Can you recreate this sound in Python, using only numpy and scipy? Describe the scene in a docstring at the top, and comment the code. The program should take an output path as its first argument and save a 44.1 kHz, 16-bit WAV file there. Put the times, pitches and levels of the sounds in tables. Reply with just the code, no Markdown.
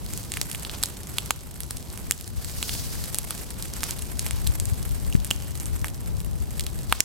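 """Burning stand of dry stalks

A fire eats through tall dry stalks in an open field, a little way off. Steam bursts the stalks: each pop
is a noisy snap, a resonant hollow and a dull puff. Thin stems tick, and random clicks make a haze of crackles.
Dense grains of noise make the hiss, which rushes up as tufts flare. Ground, stalks, bushes and trees
scatter the cracks; shaped noise gives a low rumble and a breeze that buffets the microphone.
"""
import sys
import numpy as np
from scipy import signal
from scipy.fft import rfft, irfft, next_fast_len
from scipy.io import wavfile

SR = 44100
rng = np.random.default_rng(int(sys.argv[2]) if len(sys.argv) > 2 else 0)


def digitize_waveform(pressure):
    """Quantize a signal to 16-bit integers and store it at the path in sys.argv[1].

    Rows of a 2-D input are taken as channels; values are limited to [-1, 1].
    """
    field = np.atleast_2d(pressure).T
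    bounded = np.clip(field, -1, 1)
    quanta = np.round(bounded * 32767).astype(np.int16)
    wavfile.write(sys.argv[1], SR, quanta)


N = 310460

# Bursting hollow stalks: start_s, snap_db, pitch_hz, quality (of the resonance), ring_db, ground_delay_s
POPS = [(0.3387, -3, 3000, 1.35, 5, 0.00015), (0.3711, -4.5, 2450, 0.78, 2, 0.000094),
        (0.4143, 2.5, 4100, 0.86, 6.5, 0.00015), (0.548, -8, 3150, 1.2, -0.5, .0001),
        (0.6496, -8.5, 2600, 0.84, -0.5, 0.00023), (0.6958, -15, 2480, 0.91, 1, 0.00023),
        (0.836, 9.5, 1720, 0.98, 7.5, 0.00026), (1.1837, 6, 2480, 0.5, 6, .00027),
        (1.3072, 8.5, 1510, 0.82, 18, .00027), (1.7085, 2.5, 1900, 0.85, -1, 0.00022),
        (2.1103, 6, 6000, 0.45, 4, 0.00012), (2.1208, 4, 3180, 3, 1.5, 0.00025),
        (2.6275, 3, 2100, 0.8, 6, 0.00027), (2.6935, -9, 2600, 1.55, 10, .00021),
        (2.7513, -11, 1000, 0.12, -7, 0.00031), (3.1455, 1.5, 6270, 1.1, 1, 0.000085),
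        (3.1859, 0.5, 8600, 1.1, 6, 0.000086), (3.3074, 2, 1320, 2.4, 0, 0.000079),
        (3.8328, 2, 2300, 0.34, 1, .00011), (4.2644, -1, 1520, 0.53, 0, 0.00034),
        (4.309, -3.5, 2800, 0.45, -4, .00011), (5.1259, -10, 2800, 3.4, -2, .0003),
        (5.153, -26, 1920, 0.84, -5.5, 0.000096), (5.3106, 4, 3020, 4.9, 21.5, .00011),
        (5.8443, -5, 1350, 1.55, 14.5, .00036), (6.9249, 6, 1480, 0.98, 25.5, .00026),
        (7.0047, 14.5, 4400, .7, 23.5, .00013)]
# The loudest thin stems snapping: start_s, level_db, pitch_hz (of the wood)
TICKS = [(0.1356, -4, 7000), (0.1756, -6.5, 4400), (0.319, -1.5, 2400), (0.5143, -3.5, 7200),
         (0.5295, -8, 7000), (0.5565, -11, 7000), (0.632, -10, 3500), (0.8284, 0, 7000), (0.8578, -4, 7000),
         (1.6046, -0.5, 6900), (1.6336, -7.5, 5100), (1.77, -7.5, 9050), (1.9753, -6, 7000),
         (2.2106, -3.5, 3000), (2.2772, -3, 7050), (2.4463, -3.5, 4530), (3.04, -4, 3000),
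         (3.155, -1.5, 3500), (3.3782, -11.5, 7000), (3.6248, -4, 7300), (3.8387, 2, 2500),
         (3.9085, -0.5, 5000), (4.0224, -9, 2500), (4.1936, 1.5, 8400), (4.4682, -2, 3530),
         (4.473, -0.5, 4600), (4.5996, -2.5, 8000), (4.655, -5, 2500), (5.2467, -1.5, 6950),
         (5.3058, 0, 4000), (5.5998, -9.5, 7040), (5.6572, -9, 7000), (5.883, -8.5, 3500),
         (6.5955, -0.5, 2840), (6.6079, -4.5, 8100), (6.6658, -4, 4020)]
# Strength of the breeze on the microphone, before its overall level: time_s, relative_level_db
BREEZE = [(0, -36), (0.85, -51), (1.1, -46.5), (2.0, -41), (2.65, -33), (3.55, -45.5), (4.55, -29.5),
          (5.1, -30.5), (5.35, -35.5), (6.2, -33), (7.04, -35.5)]
# Single eddies that hit the microphone: centre_s, peak_db, half_width_s (before skewing)
BUFFETS = [(5.1521, -2.5, 0.0013)]
# How fiercely the fire burns, of which only the swing about the mean counts: time_s, level_db
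HEAT = [(0.0, -48.5), (0.55, -45), (0.94, -48), (1.41, -52.5), (2.37, -48), (2.84, -44), (3.33, -44.5),
        (4.39, -43), (5.29, -48.5), (5.71, -48.5), (5.92, -54), (7.04, -48.5)]
# Tufts that catch, swell and die down: peak_s, peak_db, swell_s, depth (0 front to 1 back of the stand)
FLARES = [(0.16, -42, 0.078, 0), (0.37, -44, 0.08, 0.4), (0.72, -43.5, 0.11, 0.9), (1.26, -47.5, 0.3, 0.25),
          (2.72, -34, 0.23, 0), (3.37, -42, 0.077, 0.16), (3.86, -41, 0.09, 0.55), (4.32, -44.5, 0.07, .7),
          (6.96, -31.5, 0.029, 0.6)]

# Tone of snapping walls and stems: frequency_hz, level_db (per Hz)
SNAP_TONE = [(300, -14), (1000, -13), (2000, -8.5), (3000, -6), (5000, -2.5), (8000, .5), (10000, -1.5),
             (12000, -3), (14500, -10.5)]
# Tone of sizzling leaves: frequency_hz, level_db (per Hz)
SIZZLE_TONE = [(500, -1), (2000, 0), (4000, -7.5), (6000, -8.5), (8200, 4.5), (10000, -2), (12000, 3.5),
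               (14000, -4), (16000, -45)]
# Tone of rushing flames: frequency_hz, level_db (per Hz)
FLARE_TONE = [(400, -12), (1100, -11), (2200, -11), (3400, -5), (4800, .5), (8000, -2.5), (12000, -5.5),
              (15500, -7)]
# Tone of the hiss from further back in the stand: frequency_hz, level_db (per Hz)
BACK_TONE = [(500, -0.5), (1100, 2.5), (2000, -4), (3200, 1.5), (6000, -1.5), (14000, -28)]
# Tone of the low murmur: frequency_hz, level_db (per Hz)
RUMBLE_TONE = [(20, -17.5), (45, -0.5), (62, 0), (90, -3.5), (140, -4.5), (220, -10.5), (370, -15.5),
               (600, -22), (950, -25), (1800, -38.5), (4000, -46.5)]
# Tone of the eddies at the microphone: frequency_hz, level_db (per Hz)
WIND_TONE = [(20, -10), (60, 4.5), (107, -1), (173, -9.5), (346, -30.5), (600, -29.5), (2000, -55)]
# Stereo lean of the fire: frequency_hz, left_minus_right_db
FIRE_SIDE = [(300, -13.5), (1100, -2.5), (2000, -5), (3000, -4.5), (5000, 2), (6800, -0.5), (8200, -1),
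             (11500, -5), (14000, 3)]

# Hiss layers: level at mean heat in dB, share of the heat's dB swing
SIZZLE_DB, SIZZLE_FOLLOWS = -47.5, 0.52
RUSH_DB, RUSH_FOLLOWS = -51.5, 0.53
BACK_DB, BACK_FOLLOWS = -55, 0.5
FLARE_FADE = 1.25   # a tuft's dying time over its swell time
# Small crackles: base rate at mean heat, share of the heat's dB swing
CRACKLES_PER_S, CRACKLES_FOLLOW = 69, 0.36
# After each pop or loud tick: extra share of the crackle rate, and its decay time
FLURRY_GAIN, FLURRY_S = 1.8, 0.038
# Weaker ticks: level at mean heat, random range either way, share of the heat's dB swing
LESSER_TICK_DB, LESSER_SPREAD_DB, LESSER_FOLLOWS = -11.5, 2.5, 0.4
GROUND_ECHO, GROUND_CUT_HZ = 0.78, 6500   # gain of the ground's echo at low pitch, where it dulls
FAR_SEND_DB = -16   # how much of the hollow's note is sent to the trees
CUTOFF_HZ = 16100

TIME = np.arange(N) / SR
SIZE = next_fast_len(N + SR)   # padded length for filtering
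HZ = np.maximum(np.arange(SIZE // 2 + 1) * SR / SIZE, 1)


def fire():
    """Pops, ticks, crackles and three kinds of hiss, with a stereo lean that varies with pitch."""
    heat_db = heat()
    front_power, back_power = flares()
    snaps, hollows, carried = pops(puff_db=-22.0, puff_hz=660, puff_quality=0.18)
    small = ticks() + crackles(level_db=-30.0, ring_db=1, clump_db=1.5, quality=3.8)
    cracks = field(snaps + small, hollows, carried)
    sizzle_gain = from_db(SIZZLE_DB + SIZZLE_FOLLOWS * heat_db)
    # Flaring tufts add their power to the steady rush
    rush_gain = from_db(RUSH_DB + RUSH_FOLLOWS * heat_db)
    flare_gain = np.sqrt(rush_gain ** 2 + front_power)
    steady_back_gain = from_db(BACK_DB + BACK_FOLLOWS * heat_db)
    back_gain = np.sqrt(steady_back_gain ** 2 + back_power)
    sizzle = sizzle_gain * fizz(SIZZLE_TONE, per_s=3000, spread_db=4.0, flicker_db=4.5, alike=0.19)
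    flare = flare_gain * fizz(FLARE_TONE, per_s=22000, spread_db=4.0, flicker_db=2.0, alike=0.41)
    back = back_gain * fizz(BACK_TONE, per_s=4800, spread_db=7.5, flicker_db=3.5, alike=0.63)
    left, right = cracks + sizzle + flare + back
    side_db = at_hz(FIRE_SIDE) / 2
    return np.array([colour(left, side_db), colour(right, -side_db)])


def pops(puff_db, puff_hz, puff_quality):
    """Each burst is a bright snap of the wall, a few cycles of the hollow and a dull puff of steam."""
    snaps, hollows, carried = np.zeros((3, N))
    for start_s, snap_db, hz, quality, ring_db, delay_s in POPS:
        snap = from_db(snap_db) * tear(level_db=-4.5, t60=0.003)
        push = -from_db(ring_db) * signal.unit_impulse(len(snap))
        hollow = ring(ring(push, hz, quality), hz, quality)
        puff = from_db(puff_db) * ring(push, puff_hz, puff_quality)
        add(snaps, start_s, off_ground(snap, delay_s))
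        add(hollows, start_s, off_ground(hollow + puff, delay_s))
        add(carried, start_s, from_db(FAR_SEND_DB) * off_ground(hollow, delay_s))
    return colour(snaps, at_hz(SNAP_TONE)), hollows, carried


def tear(level_db, t60):
    """A wall splits in one sharp crack and a few lesser ones just after; energy 1, 20 ms long."""
    t = TIME[:SR // 50]
    splinters = rng.standard_normal(len(t)) * from_db(-60 * t / t60)
    splinters /= np.linalg.norm(splinters)
    crack = -signal.unit_impulse(len(t)) + from_db(level_db) * splinters
    return crack / np.linalg.norm(crack)


def ticks():
    """Thin stems snap brightly, each with a short woody ring."""
    out = np.zeros(N)
    for start_s, level_db, hz in TICKS + lesser_ticks(count=32):
        snap = from_db(level_db) * tear(level_db=2.5, t60=0.0017)
        wood = from_db(-7) * ring(snap, hz, quality=1.5)
        add(out, start_s, snap + wood)
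    return colour(out, at_hz(SNAP_TONE))


def lesser_ticks(count):
    """Weaker snaps, one somewhere in each equal stretch of time, louder where the fire is hot."""
    start_s = (np.arange(count) + rng.random(count)) * TIME[-1] / count
    heat_db = np.interp(start_s, TIME, heat())
    chance_db = LESSER_SPREAD_DB * rng.uniform(-1, 1, count)
    level_db = LESSER_TICK_DB + LESSER_FOLLOWS * heat_db + chance_db
    pitch_hz = rng.uniform(2000, 7000, count)
    return list(zip(start_s, level_db, pitch_hz))


def crackles(level_db, ring_db, clump_db, quality):
    """Leaves and husks split in clusters, each click ringing at one of fourteen pitches."""
    per_s = CRACKLES_PER_S * from_db(CRACKLES_FOLLOW * heat()) * flurries()
    clumped_per_s = per_s * from_db(clump_db * drift(9))
    clicks = grains(clumped_per_s, spread_db=5.5, most_db=15)
    pitches = np.geomspace(2500, 12000, num=14)
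    dealt = rng.integers(0, len(pitches), N)   # which pitch each click gets
    stems = sum(ring(clicks * (dealt == k), hz, quality) for k, hz in enumerate(pitches))
    return from_db(level_db) * colour(clicks + from_db(ring_db) * stems, at_hz(SNAP_TONE))


def flurries():
    """Factor on the crackle rate: it jumps at every pop and loud tick, then settles."""
    moments = np.sort([-np.inf] + [row[0] for row in POPS + TICKS])
    since = TIME - moments[np.searchsorted(moments, TIME) - 1]
    return 1 + FLURRY_GAIN * np.exp(-since / FLURRY_S)


def heat():
    """The fire's vigour in dB about its mean."""
    level_db, = in_time(HEAT)
    return level_db - level_db.mean()


def flares():
    """Power of the flaring tufts, shared between the front and the back of the stand."""
    front, back = np.zeros((2, N))
    for peak_s, peak_db, swell_s, depth in FLARES:
        amplitude = from_db(peak_db) * surge(peak_s, swell_s, FLARE_FADE * swell_s)
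        power = (amplitude + 1e-9) ** 2
        depth = np.clip(depth, 0, 1)
        front += (1 - depth) * power
        back += depth * power
    return front, back


def surge(peak_s, rise_s, fall_s):
    """Grows exponentially to 1 at its peak, then dies away."""
    before = np.maximum(peak_s - TIME, 0)
    after = np.maximum(TIME - peak_s, 0)
    return np.exp(-before / rise_s - after / fall_s)


def fizz(spectrum, per_s, spread_db, flicker_db, alike):
    """Thousands of tiny ruptures a second merge into a grainy hiss; rms 1 before it flickers."""
    mid = rms_one(grains(per_s, spread_db, most_db=17))
    both = pair(mid, rng.standard_normal(N), alike)
    return rms_one(colour(both, at_hz(spectrum))) * from_db(flicker_db * drift(40))


def field(snaps, hollows, carried):
    """Nearby stalks and bushes smear each crack; the far trees give a faint long tail."""
    direct = snaps + hollows
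    stalks = spray(snaps, level_db=-2.5, t60=0.0065)
    bushes = scatter(direct, level_db=-8, t60=0.023)
    trees = scatter(snaps, level_db=-10.5, t60=0.21) + scatter(carried, level_db=-1, t60=1.0)
    return direct + stalks + bushes + trees


def off_ground(x, delay_s):
    """Soft ground returns a dull copy a fraction of a millisecond later."""
    hz = np.arange(len(x) // 2 + 1) * SR / len(x)
    dull = GROUND_ECHO / (1 + (hz / GROUND_CUT_HZ) ** 2)
    echo = dull * np.exp(-2j * np.pi * hz * delay_s)
    return irfft(rfft(x) * (1 + echo), len(x))


def spray(x, level_db, t60):
    """Every crack sits among other stalks, so its first reflections are new each time."""
    pole = from_db(-120 / (t60 * SR))   # power loses 60 dB of level in t60
    power = signal.lfilter([0, 1 - pole], [1, -pole], x ** 2 + 1e-18)
    return from_db(level_db) * colour(np.sqrt(power) * rng.standard_normal((2, N)), at_hz(SNAP_TONE))


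def scatter(x, level_db, t60):
    """Countless weak reflections that die away over at most half a second, different at each ear."""
    t = TIME[:SR // 2]
    echoes = rng.standard_normal((2, len(t))) * from_db(-60 * t / t60)
    echoes /= np.sqrt(np.sum(echoes ** 2, axis=1, keepdims=True))
    return from_db(level_db) * signal.oaconvolve(x[None], echoes, axes=1)[:, :N]


def rumble(level_db, alike):
    """The steady low murmur of flames and open country, as shaped noise."""
    noise = pair(*rng.standard_normal((2, N)), alike)
    return from_db(level_db) * rms_one(colour(noise, at_hz(RUMBLE_TONE)))


def wind(level_db, lumps_db, alike, right_db):
    """Eddies push the two ports mostly in opposite directions, the left one harder."""
    breeze_db, = in_time(BREEZE)
    noise = pair(*rng.standard_normal((2, N)), alike)
    eddies = rms_one(colour(noise, at_hz(WIND_TONE)))
    out = eddies * from_db(breeze_db + level_db + lumps_db * drift(17))
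    for centre_s, peak_db, half_width_s in BUFFETS:
        u = (TIME - centre_s) / half_width_s
        u = u * (1 - 0.29 * np.tanh(u))   # a quick first swing, then a slower opposite one
        out = out + from_db(peak_db) * u * np.exp((1 - u ** 2) / 2) * np.array([[1], [-1]])
    return out * from_db([[0], [right_db]])


def ports(x, quality):
    """The microphone's ports hold some pitches back, drawing each click out to a few cycles."""
    for hz in (3200, 6500, 9500):
        x = x - 2 * ring(x, hz, quality)   # all-pass: shifts timing, keeps level
    return x


def gain_control(x, threshold_db, share, release_db_per_s, attack_s):
    """The gain ducks just after a loud peak and creeps back."""
    peak_db = 20 * np.log10(np.abs(x).max(axis=0) + 1e-9)
    over_db = np.maximum(peak_db - threshold_db, 0)
    release_db = release_db_per_s * TIME
    held_db = np.maximum.accumulate(over_db + release_db) - release_db
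    pole = np.exp(-1 / (attack_s * SR))
    smooth_db = signal.lfilter([1 - pole], [1, -pole], held_db)
    return x * from_db(-share * smooth_db)


def from_db(db):
    """Decibels to gain."""
    return 10 ** (np.asarray(db) / 20)


def rms_one(x):
    """Scale to rms 1."""
    return x / np.sqrt(np.mean(x ** 2) + 1e-20)


def in_time(rows):
    """Columns of a curve table at every sample."""
    time_s, *columns = np.transpose(rows)
    return [np.interp(TIME, time_s, column) for column in columns]


def at_hz(points):
    """A spectrum table on the frequency grid, interpolated over log frequency."""
    hz, db = np.transpose(points)
    return np.interp(np.log(HZ), np.log(hz), db)


def colour(x, db):
    """Causal (minimum-phase) filter with the given dB curve."""
    cepstrum = irfft(np.log(from_db(db)), SIZE)
    # Folding the cepstrum forward makes the filter causal
    cepstrum[1:SIZE // 2] *= 2
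    cepstrum[SIZE // 2 + 1:] = 0
    response = np.exp(rfft(cepstrum))
    return irfft(rfft(x, SIZE) * response, SIZE)[..., :N]


def drift(rate):
    """Smooth chance with rms 1, changing about rate times a second."""
    spectrum = rfft(rng.standard_normal(SIZE)) / (1 + (HZ / rate) ** 2)
    return rms_one(irfft(spectrum, SIZE)[:N])


def pair(mid, side, alike):
    """Two unrelated signals of rms 1 to left and right with the given correlation."""
    alike = np.clip(alike, -1, 1)
    return rms_one(np.sqrt(1 + alike) * mid + np.sqrt(1 - alike) * side * np.array([[1], [-1]]))


def ring(x, hz, quality):
    """A damped resonance with gain 1 on top."""
    hz = min(hz, 0.4 * SR)
    quality = max(quality, 3 * hz / SR)   # keeps the band from growing too wide
    return signal.lfilter(*signal.iirpeak(hz, quality, fs=SR), x + 1e-18)


def grains(per_s, spread_db, most_db):
    """Random clicks of either sign, many small and few large."""
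    sizes = from_db(np.minimum(spread_db * rng.exponential(1, N), most_db))
    return (rng.random(N) < per_s / SR) * sizes * rng.choice([-1, 1], N)


def add(track, start_s, sound):
    """Mix a short sound into a track at its start time."""
    at = round(start_s * SR)
    track[at:at + len(sound)] += sound[:N - at]


def scene():
    """Fire, rumble and breeze."""
    low = rumble(level_db=-38.0, alike=0.25)
    breeze = wind(level_db=5.5, lumps_db=3.0, alike=-0.88, right_db=-5.5)
    return fire() + low + breeze


def record(dry):
    """Loud peaks duck the gain, what still overloads is clipped, and the top is cut."""
    heard = ports(dry, quality=2.2)
    ducked = gain_control(heard, threshold_db=-3.5, share=0.75, release_db_per_s=9.5, attack_s=0.0036)
    clipped = np.clip(ducked, -1, 1)
    top_cut = signal.cheby1(14, 0.02, CUTOFF_HZ, fs=SR, output="sos")
    return signal.sosfiltfilt(top_cut, clipped)


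dry = scene()
out = record(dry)
digitize_waveform(out)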